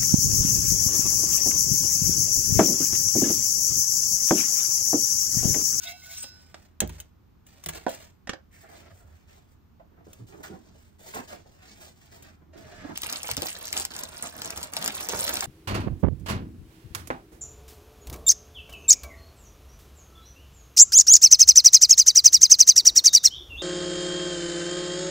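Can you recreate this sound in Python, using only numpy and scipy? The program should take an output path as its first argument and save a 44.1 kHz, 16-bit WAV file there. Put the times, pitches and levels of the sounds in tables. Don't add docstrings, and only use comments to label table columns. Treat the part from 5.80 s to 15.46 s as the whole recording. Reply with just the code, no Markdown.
import sys
import numpy as np
from scipy import signal
from scipy.fft import rfft, irfft, next_fast_len
from scipy.io import wavfile
from scipy.ndimage import uniform_filter1d

SR = 44100
rng = np.random.default_rng(int(sys.argv[2]) if len(sys.argv) > 2 else 0)


def output_pcm(signal):
    pcm = np.clip(np.atleast_2d(signal).T, -1, 1) * 32767
    wavfile.write(sys.argv[1], SR, np.round(pcm).astype(np.int16))


N = 426006


def undb(db):
    return 10 ** (np.asarray(db) / 20)


def unit(x):
    return x / np.sqrt(np.mean(x ** 2))


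def seconds(count):
    return np.arange(count) / SR


def add(track, start_s, sound):
    i = int(start_s * SR)
    track[i:i + len(sound)] += sound[:N - i]


def peak(x, level_db):
    power = uniform_filter1d(x ** 2, size=44)
    return x * undb(level_db) / np.sqrt(power.max())


def colour(x, points, size=4096):
    hz, db = np.transpose(points)
    bin_hz = np.arange(size // 2 + 1) * SR / size
    gain = undb(np.interp(np.log(bin_hz + 1), np.log(hz), db))
    cepstrum = irfft(np.log(gain))[:size // 2]
    cepstrum[1:] *= 2
    response = irfft(np.exp(rfft(cepstrum, size)))
    return signal.oaconvolve(x, response)[:len(x)]


def resonate(x, hz, q):
    hz = min(hz, SR / 3)
    w = 2 * np.pi * hz / SR
    a = np.sin(w) / (2 * q)
    return signal.lfilter([a, 0, -a], [1 + a, -2 * np.cos(w), 1 - a], x)


def ring(modes, count=36000):
    t = seconds(count)
    out = np.zeros(count)
    for k, (hz, db, t60_s) in enumerate(modes):
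        out += (-1) ** k * undb(db - 60 * t / t60_s) * np.sin(2 * np.pi * hz * t)
    return out


def strike(modes, contact_ms):
    t = seconds(count=2000) * 1000 / contact_ms
    push = t * np.exp(-2 * np.pi * t)
    return signal.fftconvolve(ring(modes, count=18000), push)


def burst(decay_ms, count=12000):
    t = seconds(count) * 1000 / decay_ms
    return rng.standard_normal(count) * np.exp(-t) * (1 - np.exp(-10 * t))


def walk(rate_hz, count=N):
    k = int(SR / rate_hz)
    knots = 1.2 * rng.standard_normal(count // k + 2)
    return (knots[:-1, None] + np.diff(knots)[:, None] * np.arange(k) / k).ravel()[:count]


def friction(rate_hz, spread_db, flicker_db):
    flurry = walk(45)
    at = np.flatnonzero(rng.random(N) < rate_hz / SR)
    sign, size = rng.random((len(at), 2)).T
    size_db = spread_db * np.minimum(-np.log(1 - size), 4)
    slips = np.zeros(N)
    slips[at] = np.sign(sign - .5) * undb(size_db + flicker_db * flurry[at])
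    return slips


def strokes(rows, attack_s, release_s, axis=2):
    power = np.zeros(N)
    for row in rows:
        start_s, length_s = row[:2]
        t = seconds(count=int((length_s + 10 * release_s) * SR))
        shape = np.minimum(t / attack_s, 1) * np.exp(-np.maximum(t - length_s, 0) / release_s)
        add(power, start_s, (undb(row[axis]) * shape) ** 2)
    return np.sqrt(power)


def swell(count):
    return np.sin(np.pi * np.arange(count) / count)


def rise_and_fall(rise_ms, count):
    t = seconds(count) * 1000 / rise_ms
    return t * np.exp(1 - t)


def shifting(x, depth_db=3.5, rate_hz=11):
    out = 0
    for hz in 400 * 2 ** np.arange(5):
        low = signal.filtfilt(*signal.butter(2, hz, fs=SR), x)
        out = out + low * undb(depth_db * walk(rate_hz))
        x = x - low
    return unit(out + x * undb(depth_db * walk(rate_hz)))


def bumps(rows, q):
    out = np.zeros(N)
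    for start_s, level_db, hz, decay_ms in rows:
        bump = resonate(resonate(burst(decay_ms), hz, q), hz, q)
        add(out, start_s, peak(bump, level_db))
    return out


# pitch_hz, level_db
FLOOR = [(15, -38.5), (25, -6.5), (87, -1), (125, -7), (200, -9), (394, -19.5), (560, -29.5), (818, -26.5),
         (1200, -27), (1840, -34.5), (6560, -44), (7710, -48), (11000, -42), (14000, -35.5), (16000, -52)]
FLOOR_DB, HUM_HZ, HUM_DB = -59, 82.2, -64


def background(side_db=-5, side_hz=250):
    mid, side = (unit(colour(rng.standard_normal(N), FLOOR)) for _ in range(2))
    treble = signal.lfilter(*signal.butter(1, side_hz, "high", fs=SR), side)
    side = undb(side_db) * (side / 2 + treble)
    hum_hz = HUM_HZ + 2.73 * walk(20)
    hum = np.sin(2 * np.pi * np.cumsum(hum_hz) / SR) * undb(1.4 * walk(3.9))
    return undb(FLOOR_DB) * (mid + np.array([side, -side])) + undb(HUM_DB) * unit(hum)


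SQUEAK_GLIDE_PER_S = 0.63


def squeak(hz, count):
    glide = SQUEAK_GLIDE_PER_S * (seconds(count) - count / SR / 2)
    pitch = hz * (1 + glide + .012 * walk(60, count))
    roughness = 1 + .7 * walk(250, count)
    return np.sin(2 * np.pi * np.cumsum(pitch) / SR) * roughness * swell(count)


# start_s, length_s, level_db (of slips)
PULLS = [(0, .032, -33.5), (.11, 0.097, -56.5), (.21, .18, -44)]
PULL_ATTACK_S, PULL_RELEASE_S = 0.093, 0.042
# pitch_hz, level_db
SLIDE_COLOUR = [(150, -22), (450, -23), (680, -11), (1100, -6), (2200, 0.5), (3500, 4.5), (6000, 10.5),
                (8500, 6), (10500, 5), (13000, 7.5), (16000, 7)]
# pitch_hz, level_db, t60_s
MUG_MODES = [(1495, 1, 0.8), (2260, -8, .4), (2695, -1, 0.35), (3219, -6, .2), (3967, 0, .45),
             (4856, -5, .2), (5017, -1, .45), (5120, -9, .6), (5222, 2, 0.6), (5280, -3, .45),
             (5900, -7, .4), (7601, -9, .6), (8300, -2, .25)]
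# start_s, length_s, pitch_hz, level_db
SQUEAKS = [(0.023, 0.15, 690, -53), (0.036, 0.071, 2670, -46), (.045, 0.069, 2153, -44),
           (0.053, 0.043, 3800, -42.5), (0.059, 0.031, 3380, -43), (0.103, 0.032, 2130, -53),
           (0.216, 0.039, 2190, -53.5), (0.218, 0.14, 686, -61.5), (0.284, 0.059, 2243, -51.5),
           (0.362, 0.03, 2190, -50), (.355, 0.037, 3800, -51), (0.359, 0.059, 5900, -44),
           (0.353, 0.11, 8210, -40.5), (.275, 0.083, 6580, -49), (.315, .04, 3900, -56),
           (.395, 0.028, 6730, -45)]


def sliding(slide_db=-2.5, steel_db=-13):
    speed = strokes(PULLS, PULL_ATTACK_S, PULL_RELEASE_S)
    slips = unit(friction(rate_hz=2200, spread_db=2.0, flicker_db=3.5)) * speed
    steel = ring(MUG_MODES)
    singing = signal.oaconvolve(slips, steel / np.linalg.norm(steel))[:N]
    out = undb(slide_db) * colour(slips, SLIDE_COLOUR) + undb(steel_db) * singing
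    for start_s, length_s, hz, level_db in SQUEAKS:
        add(out, start_s, undb(level_db) * squeak(hz, count=int(length_s * SR)))
    return out


# start_s, level_db, pitch_hz
RIM_CATCHES = [(.005, -52, 1550), (.072, -43, 2900), (.118, -48, 3700), (.262, -53, 1500),
               (.315, -50, 2260), (.377, -48, 5500), (.428, -39.5, 5400)]


def mug():
    out, steel = np.zeros(N), ring(MUG_MODES)
    for start_s, level_db, hz in RIM_CATCHES:
        add(out, start_s, peak(resonate(steel, hz, 1.9), level_db))
    return out


# start_s, level_db, decay_ms
TICKS = [(0.077, -39, 3), (.118, -41, 5.8), (0.238, -43, 1.8), (0.378, -38, 6.2), (0.425, -35, 16),
         (.617, -54, 6.7), (1.0042, -12, 2.2), (1.0752, -32, 1), (1.093, -37, 3.8), (1.2008, -31.5, 4.4),
         (1.6653, -48.5, 11.3), (1.8382, -35, 3.7), (1.8605, -23.5, 3), (1.8868, -25.5, 7.5),
         (2.0914, -34, 5.7), (2.12, -51, 2.7), (2.148, -36, 1.7), (4.3307, -41.5, 4.5), (4.634, -43, 6.6),
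         (5.346, -32.5, 5.6), (5.8254, -54, 2.9), (6.259, -51, 2.3), (6.423, -45.5, 8.7)]
# pitch_hz, level_db
TICK_COLOUR = [(150, -7), (700, -11), (1800, -6.5), (3200, 0.5), (4800, -5), (6400, 3.5), (8000, 3.5),
               (11000, 3), (13500, 1.5), (16000, 1)]
# pitch_hz, level_db, t60_s
INSERT_MODES = [(1640, -12.5, .03), (2580, -11, .035), (3180, -7.5, 0.079), (5560, -5.5, .018),
                (6510, 4, .02), (7850, 4, .018)]
LANDING_S, LANDING_DB = 1.0048, -19


def ticks():
    out = np.zeros(N)
    add(out, LANDING_S, peak(ring(INSERT_MODES), LANDING_DB))
    for start_s, level_db, decay_ms in TICKS:
        add(out, start_s, peak(colour(burst(decay_ms), TICK_COLOUR), level_db))
    return out


# pitch_hz, level_db, t60_s
COUNTER_MODES = [(63.5, -2.5, 0.68), (87, -12, 0.61), (122, -11, .2), (163, -1.5, 0.32), (218, -6, 0.12),
                 (285, -8, 0.095), (351, -1.5, .13), (465.5, -2, 0.08), (602, -1.5, 0.053), (805, 1, 0.036),
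                 (1650, -13, .07), (2540, -14.5, 0.089)]
# start_s, level_db, contact_ms, crack_db (relative to the blow)
COUNTER_BLOWS = [(1.0158, -25, 0.36, -11), (1.025, -23.5, 1.2, -18.5), (1.094, -35.5, 5.1, -10),
                 (1.862, -38, 0.64, -8), (1.888, -39.5, 1.8, 1)]
# pitch_hz, level_db, t60_s
BOX_MODES = [(212, -13, 0.027), (534, -9, 0.052), (610, -3, 0.021), (730, 0, 0.014), (844, -9.5, 0.037),
             (972, -11.5, 0.029), (1500, -9, 0.031), (1820, -3, 0.0094)]
# start_s, level_db, contact_ms, crack_db (relative to the knock)
BOX_KNOCKS = [(0.44, -51.5, 0.15, 13.5), (0.7431, -50, 0.22, 14), (2.0653, -18.5, 1, -19.5),
              (2.0805, -31, 0.94, -8.5), (2.4726, -39.5, 0.18, 3.5), (2.4934, -32.5, 0.078, 10),
              (2.5332, -36, 0.17, 2)]
# pitch_hz, level_db
CRACK_COLOUR = [(100, 0), (300, 1), (1800, -4), (3300, -4.5), (6000, -5.5), (9000, -14), (16000, -31)]


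def knocks():
    out = np.zeros(N)
    for start_s, level_db, contact_ms, crack_db in COUNTER_BLOWS:
        add(out, start_s, peak(strike(COUNTER_MODES, contact_ms), level_db))
        crack = resonate(burst(decay_ms=10.0), 1100, 0.71)
        add(out, start_s, peak(crack, level_db + crack_db))
    for start_s, level_db, contact_ms, crack_db in BOX_KNOCKS:
        add(out, start_s, peak(strike(BOX_MODES, contact_ms), level_db))
        crack = colour(burst(decay_ms=3.56), CRACK_COLOUR)
        add(out, start_s, peak(crack, level_db + crack_db))
    return out


# start_s, length_s, level_db (before brush_db)
BRUSHES = [(.45, 0.41, -66.5), (1.1, 0.1, -57), (1.65, 0.52, -63.5), (1.92, 0.033, -43), (2.07, 0.075, -49),
           (2.16, 0.09, -56)]
BRUSH_ATTACK_S, BRUSH_RELEASE_S = 0.022, 0.035
# pitch_hz, level_db
SWISH_COLOUR = [(300, 4), (650, 7), (1100, -0.5), (1800, 4.5), (3000, 1), (6000, 1), (8500, 4),
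                (10500, -11.5), (12800, 3), (16000, -5)]


def brushing(brush_db=1):
    speed = strokes(BRUSHES, BRUSH_ATTACK_S, BRUSH_RELEASE_S)
    slips = friction(rate_hz=6000, spread_db=8.5, flicker_db=0.0)
    return unit(colour(slips, SWISH_COLOUR)) * speed * undb(brush_db)


# start_s, length_s, level_db (before the swell), pitch_hz
RUBS = [(2.699, 0.15, -63.5, 2010), (2.817, 0.17, -63, 1970), (2.897, .1, -66, 4130),
        (2.997, 0.17, -83, 1800)]


def rubbing():
    out = np.zeros(N)
    for start_s, length_s, level_db, hz in RUBS:
        count = int(length_s * SR)
        slips = rng.standard_normal(count) * undb(3 * walk(60, count))
        rasp = unit(resonate(resonate(slips, hz, 2.4), hz, 2.5))
        add(out, start_s, undb(level_db) * rasp * swell(count))
    return out


# start_s, length_s, level_db
SWISHES = [(2.71, 0.11, -60), (2.88, 0.13, -55.5), (3.05, 0.15, -65), (3.26, 0.17, -69.5), (3.47, 0.1, -61),
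           (3.61, 0.12, -71), (4.24, 0.14, -60), (4.46, 0.14, -60.5), (4.625, 0.01, -45.5),
           (4.7, 0.37, -65), (5.18, 0.11, -58.5), (5.25, 0.11, -52), (5.335, 0.036, -44),
           (5.47, 0.065, -49), (5.66, 0.15, -63), (5.81, 0.17, -55.5), (6.0, 0.056, -51),
           (6.15, 0.11, -64.5), (6.31, 0.056, -54.5), (6.42, 0.071, -57), (6.76, 0.4, -59)]
SWISH_ATTACK_S, SWISH_RELEASE_S = 0.013, 0.044


def sweatshirt():
    speed = strokes(SWISHES, SWISH_ATTACK_S, SWISH_RELEASE_S)
    slips = friction(rate_hz=9000, spread_db=6.5, flicker_db=1.5)
    return shifting(colour(slips, SWISH_COLOUR)) * speed


# start_s, length_s, level_db
DRAGS = [(2.825, 0.032, -57.5), (2.87, 0.1, -61.5), (3.02, 0.063, -59.5), (3.095, 0.02, -58.5),
         (3.15, 0.19, -70), (6.725, 0.2, -55), (6.91, 0.14, -50.5), (7.03, 0.092, -48.5)]
DRAG_ATTACK_S, DRAG_RELEASE_S = 0.011, 0.0046
# pitch_hz, level_db
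DRAG_COLOUR = [(200, 6.5), (540, 2), (660, 11.5), (800, 0), (1000, -4), (1700, 4), (2300, -4.5),
               (3200, -8.5), (7000, -15), (15000, -38)]


def dragging():
    speed = strokes(DRAGS, DRAG_ATTACK_S, DRAG_RELEASE_S)
    slips = friction(rate_hz=3600, spread_db=1.0, flicker_db=1.5)
    return shifting(colour(slips, DRAG_COLOUR)) * speed


# start_s, level_db, pitch_hz, rise_ms
STEPS = [(3.1, -52, 92, 29), (3.236, -48, 79.7, 31), (3.315, -53, 84, 23), (4.394, -41.5, 113, 15)]


def steps():
    out, t = np.zeros(N), seconds(count=12000)
    for start_s, level_db, hz, rise_ms in STEPS:
        thud = np.sin(2 * np.pi * hz * t) * rise_and_fall(rise_ms, count=len(t))
        add(out, start_s, undb(level_db) * thud)
    return out


# start_s, length_s, level_db (before scuff_db)
SCUFFS = [(4.0, 0.42, -65), (4.48, 0.29, -55), (4.69, 0.11, -57.5), (4.8, 0.18, -65), (5.34, 0.064, -38),
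          (5.49, 0.09, -50), (5.64, 0.078, -64.5), (5.89, 0.24, -65.5), (6.33, 0.21, -63),
          (6.55, 0.22, -66), (6.75, .29, -61.5), (7.068, .05, -43.5)]
SCUFF_ATTACK_S, SCUFF_RELEASE_S = 0.014, 0.016
# pitch_hz, level_db
SCUFF_COLOUR = [(60, 2), (125, 1.5), (185, 14), (260, 4.5), (370, 8.5), (480, -1), (650, -4), (1000, -5),
                (1800, -11), (3500, -39), (9000, -48)]
# start_s, level_db, pitch_hz, decay_ms
CUPBOARD_BUMPS = [(3.567, -61.5, 678, 8.2), (3.9944, -52.5, 609, 13), (4.205, -54, 300, 8.6),
                  (4.2668, -41.5, 236, 9.3), (4.329, -59, 206, 9.7), (4.395, -40, 199, 19),
                  (4.522, -54, 1500, 8.1), (4.538, -48.5, 600, 9.2), (4.603, -45, 393, 5.2),
                  (4.637, -38.5, 1340, 15), (4.695, -38.5, 238, 21), (4.948, -59, 363, 6.9),
                  (5.204, -57, 293, 7.6), (5.258, -54, 605, 12), (5.337, -39, 1400, 5),
                  (5.34, -41, 380, 18), (5.3563, -35, 895, 11), (5.36, -42.5, 187, 29),
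                  (5.381, -40.5, 800, 7.1), (5.501, -49, 686, 7.1), (5.525, -41.5, 516, 7.7),
                  (5.657, -51.5, 513, 5.6), (6.331, -54, 607, 6.9), (6.378, -59, 950, 7),
                  (6.448, -54, 229, 8.8), (6.877, -52, 630, 14), (7.0425, -37, 360, 8.7),
                  (7.09, -39, 300, 12)]


def rummaging(scuff_db=-2):
    push = strokes(SCUFFS, SCUFF_ATTACK_S, SCUFF_RELEASE_S)
    slips = friction(rate_hz=2400, spread_db=1.0, flicker_db=4.0)
    scuff = shifting(colour(slips, SCUFF_COLOUR)) * push
    return undb(scuff_db) * scuff + bumps(CUPBOARD_BUMPS, q=0.92)


def grains(rate_hz, spread_db, centre_hz, octaves, cycles, count=160):
    at = np.flatnonzero(rng.random(N - count) < rate_hz / SR)
    chance = rng.random((len(at), 3))
    offset_octaves = octaves * (2 * chance[:, 0] - 1) + 0.36 * walk(70)[at]
    hz = np.clip(centre_hz * 2 ** offset_octaves, 300, .42 * SR)
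    size = undb(spread_db * np.minimum(-np.log(1 - chance[:, 1]), 4) + 2 * walk(90)[at])
    turns = hz[:, None] * seconds(count)
    decay = np.exp(-turns / (cycles * (.5 + chance[:, 2:])))
    waves = size[:, None] * np.sin(2 * np.pi * turns) * decay
    return np.bincount((at[:, None] + np.arange(count)).ravel(), waves.ravel(), N)


# start_s, length_s, crinkle_db, body_db (before hand and body gains)
SQUEEZES = [(7.14, 0.11, -51.5, -63), (7.228, 0.13, -41.5, -47), (7.435, 0.073, -41.5, -48.5),
            (7.567, 0.024, -40, -44.5), (7.62, 0.04, -35.5, -46.5), (7.737, 0.21, -47.5, -54.5),
            (7.932, 0.069, -40.5, -46), (8.1, .13, -48.5, -48.5), (8.271, 0.16, -52, -52.5),
            (8.42, 0.024, -39.5, -43.5), (8.536, .19, -47, -49), (8.755, 0.091, -46, -45),
            (8.922, .035, -45, -48), (8.968, .12, -41, -43), (9.129, 0.11, -43, -46),
            (9.284, 0.19, -38, -41), (9.474, 0.099, -38.5, -42.5), (9.62, .04, -39, -43.5)]
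SQUEEZE_ATTACK_S, SQUEEZE_RELEASE_S = 0.0073, 0.045
# pitch_hz, level_db
FILM_COLOUR = [(200, -20.5), (700, -2), (1500, -2), (2800, 4), (4500, 6), (6600, 7), (8600, 10), (10600, 6),
               (12700, 11), (15500, -1)]
# pitch_hz, level_db
PACK_COLOUR = [(30, -19), (70, 3), (130, -4.5), (210, 0), (380, -3.5), (600, -0.5), (1000, -2.5),
               (1500, -4), (3000, -14), (8000, -20.5)]


def crinkle(body_db=-3.5):
    creases = grains(rate_hz=550, spread_db=4.8, centre_hz=5600, octaves=1.9, cycles=1.5)
    radiated = np.diff(creases, prepend=0) + creases / 2
    film_gain = strokes(SQUEEZES, SQUEEZE_ATTACK_S, SQUEEZE_RELEASE_S, axis=2)
    film = unit(colour(radiated, FILM_COLOUR)) * film_gain
    slips = friction(rate_hz=1200, spread_db=5.0, flicker_db=1.95)
    body_gain = strokes(SQUEEZES, SQUEEZE_ATTACK_S, SQUEEZE_RELEASE_S, axis=3)
    body = shifting(colour(slips, PACK_COLOUR), depth_db=2.0) * body_gain
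    return film + undb(body_db) * body


# peak_s, level_db (before crack and flurry gains), pitch_hz, rise_ms
SNAPS = [(7.1757, -19, 12900, 0.48), (7.2196, -22.5, 13600, 0.58), (7.2338, -22, 6900, 0.6),
         (7.3266, -19, 6760, 0.55), (7.4316, -23, 6660, 0.8), (7.49, -29, 3630, 0.6),
         (7.514, -16, 4350, 0.53), (7.5682, -18, 5810, 0.55), (7.6207, -18, 5000, 0.55),
         (7.8805, -27, 6730, 0.51), (7.9287, -17, 6500, 0.59), (7.968, -18.5, 2970, 0.54),
         (7.9991, -18, 8070, 0.47), (8.0515, -17, 7100, 0.62), (8.165, -25.5, 7000, 0.68),
         (8.19, -26, 6590, 0.51), (8.236, -21.5, 6840, 0.59), (8.619, -23, 3400, 0.58),
         (8.658, -24.5, 6700, 0.47), (8.7053, -21.5, 6600, 0.62), (8.7761, -23, 6920, 0.55),
         (8.816, -34, 4580, 0.51), (8.8302, -22.5, 6720, 0.55), (8.9364, -23, 6800, 0.58),
         (8.9675, -16.5, 6000, 0.66), (9.0259, -21, 4940, 0.57), (9.0607, -16, 6490, 0.5),
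         (9.0778, -14, 6480, 0.63), (9.208, -26.5, 2160, 0.56), (9.288, -17, 14100, 0.47),
         (9.3917, -20.5, 12900, 0.61), (9.479, -19.5, 2360, 0.57), (9.4933, -19, 6350, 0.55),
         (9.5556, -21.5, 6290, 0.6), (9.5706, -18.5, 4280, 0.66), (9.6078, -15, 6870, 0.54)]


def snaps(crack_db=-2, film_db=5.0, flurry_db=-16, flurry_ms=3.7):
    out = np.zeros(N)
    for peak_s, level_db, hz, rise_ms in SNAPS:
        flips = rng.standard_normal(900) * rise_and_fall(rise_ms, count=900)
        film = unit(colour(flips, FILM_COLOUR, size=512))
        crack = unit(resonate(flips, hz, 2.0)) + undb(film_db) * film
        add(out, peak_s - rise_ms / 1000, peak(crack, level_db + crack_db))
        flurry = resonate(burst(flurry_ms, count=3000), hz, 0.21)
        add(out, peak_s, peak(flurry, level_db + flurry_db))
    return out


# start_s, level_db, pitch_hz, decay_ms
PACK_BUMPS = [(7.4904, -26, 763, 2), (7.5, -38, 71, 34), (7.578, -33, 65, 30), (7.576, -31, 259, 4.6),
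              (7.622, -30.5, 332, 11.7), (8.968, -29.5, 740, 7.3), (9.08, -32, 1240, 4.8),
              (9.49, -30, 1150, 6.5), (9.622, -27, 1190, 6.2)]


def pack_bumps():
    return bumps(PACK_BUMPS, q=0.79)


ROOM_T60_S, ROOM_TREBLE_T60_S = 0.19, 0.071


def kitchen(count=9000, early_db=5, early_s=0.005):
    t = seconds(count)
    noises = rng.standard_normal((2, count))
    noises[1] += signal.filtfilt(*signal.butter(2, 190, fs=SR), noises[0] - noises[1])
    sides = []
    for noise in noises:
        low = signal.lfilter(*signal.butter(1, 2500, fs=SR), noise)
        treble = noise - low
        tail = low * undb(-60 * t / ROOM_T60_S) + treble * undb(-60 * t / ROOM_TREBLE_T60_S)
        tail *= (1 + undb(early_db) * np.exp(-t / early_s)) * (t > .0015)
        sides.append(tail / np.linalg.norm(tail))
    return np.array(sides)


# pitch_hz, level_db
ROOM_COLOUR = [(40, -10), (150, -4), (300, 0), (480, -1), (660, 3), (1000, 0), (3000, 0), (8000, -1),
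               (16000, -2)]


def reflections(send, size=3000):
    send = np.pad(send, ((0, 0), (size, SR)))
    out = np.zeros_like(send)
    for i in range(0, N + size, size):
        echo = signal.fftconvolve(send[:, i:i + 2 * size] * swell(2 * size), kitchen(), axes=1)
        out[:, i:i + echo.shape[1]] += echo
    return np.array([colour(side, ROOM_COLOUR) for side in out[:, size:size + N]])


# pitch_hz, level_db
SHARED_COLOUR = [(100, 0), (7000, 0), (8700, -4), (9800, -26), (11800, -26), (13000, -5), (15000, 0)]


def diffuse(x):
    mid, side = colour((x[0] + x[1]) / 2, SHARED_COLOUR), (x[0] - x[1]) / 2
    return np.array([mid + side, mid - side])


# pitch_hz, phase_rad
FRONT_PHASE = [(100, 0), (500, -0.2), (1400, -0.7), (3500, -.7), (5000, -2.6), (6200, -4), (7600, -4.2),
               (10000, -3.2), (11500, -3.1), (13500, -2.4), (15500, -1.2)]
# pitch_hz, phase_rad
LEFT_PHASE = [(100, -0.2), (700, 1.25), (1600, 2), (2800, 3.5), (6000, 8.3), (8000, 8.6), (10000, 9.4),
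              (12000, 9.45), (13800, 10), (15500, 12)]
# pitch_hz, phase_rad
CLOSE_PHASE = [(100, 0), (1300, -1.1), (2500, -2.4), (4000, -3.8), (6600, -4.9), (9500, -3.45), (11500, -3),
               (13500, -2.4), (15500, -1.5)]


def place(x, wet_db, pan_db, phases=FRONT_PHASE):
    pan = undb(np.array([[pan_db], [-pan_db]]) / 2)
    size = next_fast_len(N + SR)
    bin_hz = np.arange(size // 2 + 1) * SR / size
    lead = np.interp(bin_hz, *np.transpose(phases))
    right = irfft(rfft(x, size) * np.exp(-1j * lead), size)[:N]
    return np.array([pan * [x, right], pan * x * undb(wet_db)])


HOLDING_HAND_DB, WORKING_HAND_DB = 0.5, 3.5


def scene():
    handling = brushing() + dragging() + rubbing() + steps()
    working_hand = undb(WORKING_HAND_DB) * crinkle() + pack_bumps()
    holding_hand = undb(HOLDING_HAND_DB) * crinkle()
    direct, send = (place(sliding(), wet_db=-3.0, pan_db=-0.5)
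                    + place(mug(), wet_db=-6.0, pan_db=-4)
                    + place(ticks(), wet_db=-5.5, pan_db=1.0)
                    + place(knocks(), wet_db=-3.0, pan_db=-2.5)
                    + place(handling, wet_db=0.5, pan_db=-1.0)
                    + place(rummaging() + sweatshirt(), wet_db=1.0, pan_db=-1.0, phases=LEFT_PHASE)
                    + place(working_hand, wet_db=-4, pan_db=-2.0, phases=CLOSE_PHASE)
                    + place(snaps(), wet_db=-6.5, pan_db=3.1, phases=CLOSE_PHASE)
                    + place(holding_hand, wet_db=-2, pan_db=-2.5, phases=LEFT_PHASE))
    return direct + diffuse(reflections(send) + background())


TOP_HZ = 15600


def record(dry, lean=0.24, lean_hz=300):
    mid, side = (dry[0] + dry[1]) / 2, (dry[0] - dry[1]) / 2
    side = side + .4 * resonate(side, 300, .8)
    pair = np.array([mid + side, mid - side])
    pair = pair + lean * np.array([[-1], [1]]) * resonate(pair, lean_hz, 0.58)
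    low_pass = signal.ellip(10, .2, 80, TOP_HZ, fs=SR, output="sos")
    return signal.sosfilt(low_pass, pair)


dry = scene()
out = record(dry)
output_pcm(out)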